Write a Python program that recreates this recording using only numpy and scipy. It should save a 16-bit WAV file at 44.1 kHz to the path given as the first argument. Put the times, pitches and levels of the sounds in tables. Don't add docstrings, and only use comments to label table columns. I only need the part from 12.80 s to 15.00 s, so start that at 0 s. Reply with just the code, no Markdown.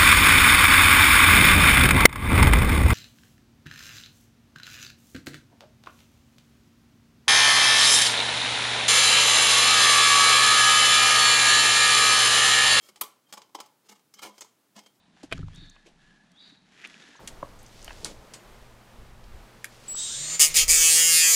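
import sys
import numpy as np
from scipy import signal
from scipy.fft import rfft, irfft
from scipy.io import wavfile
from scipy.ndimage import uniform_filter1d

SR = 44100
rng = np.random.default_rng(int(sys.argv[2]) if len(sys.argv) > 2 else 0)


def master(y):
    cut = np.clip(np.atleast_2d(y).T, -1, 1)
    pcm = np.round(cut * 32767)
    wavfile.write(sys.argv[1], SR, pcm.astype(np.int16))


N = 97020


def snaps(size=3072, lead_s=.008):
    # (time [s], level [dB], decay [s], bass [dB], ring [dB], ring pitch [Hz], treble [dB])
    fractures = [ (0.0884, -40.5, 0.002, 2.5, -30, 1010, -8.5), (0.1587, -43, 0.0039, -4, -1.5, 1000, -9),
                 (0.212, -21, 0.0026, -5, 9, 1125, 10), (0.5252, -31.5, 0.0031, -4, -3, 980, -4),
                 (.536, -35, 0.0038, 2, 3, 865, -5.5), (.5776, -38.5, 0.0019, 7, 11, 910, -2.5),
                 (0.6176, -41, 0.0033, -10, 1.5, 980, -17.5), (0.694, -60, .003, -2, 16.5, 990, -25.5),
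                 (.7501, -31.5, .003, 7, 14, 864, -30.5), (0.8014, -33.5, 0.00503, 0.5, 7.5, 996, -6),
                 (.860, -52, 0.0042, -6, 6, 970, 0.5), (1.092, -53, .004, -8, 14.5, 6500, -9.5),
                 (1.194, -55.5, 0.0022, 7, 7, 1000, -10), (1.3384, -48.5, 0.0058, -22, 10, 5700, 4),
                 (1.3918, -39.5, 0.0017, -12, 13, 1190, -4), (1.580, -44.5, 0.0041, 2.5, 5, 5400, -5),
                 (1.608, -41, 0.0056, -6, 13, 6970, 0), (1.617, -37.5, .005, -2, 3, 6800, -15),
                 (1.645, -52, 0.0036, 1.5, 15, 1030, 0), (1.9633, -42, 0.0041, -0.5, -8, 860, -8),
                 (1.9789, -48, 0.0031, 11.5, 14, 824, -23.5), (1.9908, -36.5, 0.0016, -7.5, -8.5, 1000, -7),
                 (2.0358, -53, .002, 3, 1, 1000, -8), (2.061, -49, 0.0059, 2, -3, 960, -10)]
    out = np.zeros(N)
    for s, db, decay_s, *tone in fractures:
        add(out, s - lead_s, colour(amp(db) * crack(size, lead_s, decay_s), *tone))
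    return out


def crack(size, lead_s, decay_s, attack_s=.0008, passes=6):
    noise = rng.standard_normal(size)
    t = np.maximum(np.arange(size) / SR - lead_s, 0)
    envelope = np.exp(-t / decay_s) * np.minimum(t / attack_s, 1)
    for _ in range(passes):
        phase = np.angle(rfft(noise * envelope))
        burst = irfft(np.exp(1j * phase))
        local_power = abs(uniform_filter1d(burst ** 2, size=41))
        noise = burst / np.sqrt(local_power + 1e-20)
    return burst * np.linalg.norm(envelope)


def crunches(size=6000):
    # (time [s], length [s], level [dB], bass [dB], wall ring [dB], treble [dB])
    bursts = [ (.002, 0.087, -61, 2.5, -5, 1.5), (.082, 0.015, -55, 6, 6, -0.5),
              (0.167, 0.012, -60.5, 17.5, 3, -6), (0.2108, 0.0013, -33, -9.5, 3, 18.5),
              (.233, 0.0041, -39.5, 0.5, -1.5, -8.5), (0.479, 0.035, -65.5, -2, 7, -5.5),
              (0.5713, 0.005, -45, 2, 12, -21), (0.746, .007, -44, 0, 15.5, -1.5),
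              (.785, 0.0064, -50, 12, 17, -45), (1.041, 0.033, -67, 4.5, 2, -7.5),
              (1.0845, 0.015, -50, -0.5, -0.5, -7), (1.106, 0.022, -53.5, 1.5, 4, -5),
              (1.148, 0.016, -61.5, 1, 7.5, -11), (1.357, .024, -63.5, -3, 7, -16),
              (1.385, 0.009, -49, -27, 12, -15), (1.415, 0.027, -40.5, -1, 7.5, -5),
              (1.437, 0.036, -46.5, 10, 12, -6.5), (1.474, 0.02, -57, 17.5, 4, -4),
              (1.52, .06, -66.5, 6.5, -13, -4), (1.948, 0.05, -53.5, 5.5, -1, -17),
              (2.15, 0.012, -70, -4, -13.5, -19)]
    grains_per_s, spread_db, wall_hz = 5000, 3.0, 990
    swell_share, release_s = 0.41, .003
    out, t = np.zeros(N), np.arange(size) / SR
    for s, length, db, bass_db, wall_db, treble_db in bursts:
        strength = amp(spread_db * np.minimum(rng.exponential(1, size), 3))
        polarity = rng.choice([-1, 1], size)
        grains = unit_rms(strength * polarity * (rng.random(size) < grains_per_s / SR))
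        swell = np.minimum(t / (swell_share * length), 1)
        release = np.exp(-np.maximum(t - length, 0) / release_s)
        add(out, s, colour(amp(db) * swell * release * grains, bass_db, wall_db, wall_hz, treble_db))
    return out


def colour(x, bass_db, ring_db, ring_hz, treble_db, size=4096):
    # (frequency [Hz], level [dB])
    crack_spectrum = [(25, -14.5), (90, -13), (140, -22.5), (200, -2.5), (300, 2), (420, 2), (650, 2.5),
                      (1350, 2), (1700, -3), (2200, 0.5), (2600, -3), (3100, 5), (3600, -1), (5000, 0),
                      (6500, 0), (8500, -1), (11000, -6.5), (13300, -4), (16000, -10.5)]
    bass_from_hz, bass_to_hz, treble_hz, ring_octaves = 130, 640, 9180, 0.23
    hz = abs(np.fft.fftfreq(size, 1 / SR)) + 1
    bass = bass_db / (1 + (hz / bass_to_hz) ** 4 + (bass_from_hz / hz) ** 4)
    ring = ring_db * np.exp(-.5 * (np.log2(hz / ring_hz) / ring_octaves) ** 2)
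    treble = treble_db / (1 + (treble_hz / hz) ** 7)
    gain = amp(curve_at(crack_spectrum, hz) + bass + ring + treble)
    minimum_phase = np.exp(np.conj(signal.hilbert(np.log(gain))))
    response = np.fft.ifft(minimum_phase).real
    return signal.fftconvolve(x, response[:size // 2])


def metal(x):
    # (frequency [Hz], peak gain [dB], T60 [s])
    modes = [(210, 0, .25), (431, 2, .11), (570, -4, .1), (850, 0, .08), (1012, -2, .09), (1137, -4, .11),
             (1320, -3, .08), (2155, 2, .06), (3195, -2, .11), (3919, -4, .11), (4640, 0, .06),
             (5035, 1, .05), (5172, 2, .07), (6450, 1, .04)]
    return x + sum(amp(db) * resonate(x, hz, width_hz=2.2 / t60) for hz, db, t60 in modes)


def resonate(x, hz, width_hz):
    radius = np.exp(-np.pi * width_hz / SR)
    pole = radius * np.exp(2j * np.pi * hz / SR)
    return 2 * signal.lfilter([1 - radius], [1, -pole], x).real


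def slides(size=6000, blade_hz=3177, width_hz=86):
    # (time [s], length [s], level [dB])
    strokes = [(.002, 0.073, -64.5), (0.442, 0.1, -75), (1.361, 0.052, -57), (1.51, 0.067, -77),
               (2.015, .09, -74)]
    out, t = np.zeros(N), np.arange(size) / SR
    for s, length, db in strokes:
        friction = rng.standard_normal(size)
        tone = resonate(resonate(friction, blade_hz, width_hz), blade_hz, width_hz)
        arch = np.sin(np.pi * np.minimum(t / length, 1))
        add(out, s, amp(db) * unit_rms(tone) * arch)
    return out


def thuds(size=9000, hz=205.6, attack_s=0.0084, decay_s=0.035):
    # (time [s], level [dB])
    knocks = [(0.086, -61.5), (1.093, -60.5), (1.348, -56.5), (1.443, -53), (1.958, -50.5), (2.059, -63.5)]
    out, t = np.zeros(N), np.arange(size) / SR
    envelope = np.minimum(t / attack_s, 1) * np.exp(-t / decay_s)
    for s, db in knocks:
        add(out, s, amp(db) * np.sin(2 * np.pi * hz * t) * envelope)
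    return out


def room(x, stretches=22):
    out = x.copy()
    for part in np.array_split(np.arange(N), stretches):
        add(out, part[0] / SR, signal.fftconvolve(x[part], echoes()))
    return out


def echoes(size=22050):
    # (frequency [Hz], T60 [s])
    room_t60 = [(150, 0.14), (500, 0.45), (1400, 0.33), (4000, 0.32), (9000, 0.25), (15000, 0.16)]
    early_t60_s, tail_db, build_s = 0.055, -13.5, 0.032
    t = np.arange(size) / SR
    arrivals = rng.standard_normal(size) * (rng.random(size) < .15) * (t > .001)
    early = arrivals * amp(-60 * t / early_t60_s)
    hz, frame_s, bands = signal.stft(rng.standard_normal(size), SR, nperseg=256)
    decay = amp(-60 * frame_s / curve_at(room_t60, hz)[:, None])
    tail = signal.istft(bands * decay, SR, nperseg=256)[1][:size]
    tail *= np.minimum(t / build_s, 1)
    return early / np.linalg.norm(early) + amp(tail_db) * tail / np.linalg.norm(tail)


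def background(hiss_db=-69.5, hum_hz=113.4, hum_db=-91):
    # (frequency [Hz], relative level [dB])
    hiss_spectrum = [(25, -31), (60, -18.5), (90, -21), (125, -2), (300, 1), (450, -3.5), (700, -7.5),
                     (1400, -9), (1900, -12.5), (3100, -14), (8000, -16), (15500, -17)]
    gain = amp(curve_at(hiss_spectrum, np.fft.rfftfreq(N, 1 / SR)))
    hiss = irfft(rfft(rng.standard_normal(N)) * gain)
    hum = np.sin(2 * np.pi * hum_hz * np.arange(N) / SR)
    return amp(hiss_db) * unit_rms(hiss) + amp(hum_db) * unit_rms(hum)


def amp(db):
    return 10 ** (np.asarray(db) / 20)


def unit_rms(x):
    return x / np.sqrt(np.mean(x ** 2) + 1e-20)


def curve_at(points, hz):
    point_hz, value = np.transpose(points)
    return np.interp(np.log(hz + 1), np.log(point_hz + 1), value)


def add(mix, s, sound):
    part = mix[max(round(s * SR), 0):][:len(sound)]
    part += sound[:len(part)]


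def scene():
    cutting = metal(snaps() + crunches()) + slides() + thuds()
    return (room(cutting) + background())[None]


def record(dry, cutoff_hz=15850):
    low_pass = signal.firwin(301, cutoff_hz, window=("kaiser", 9), fs=SR)
    return signal.oaconvolve(dry, low_pass[None], "same")


dry = scene()
out = record(dry)
master(out)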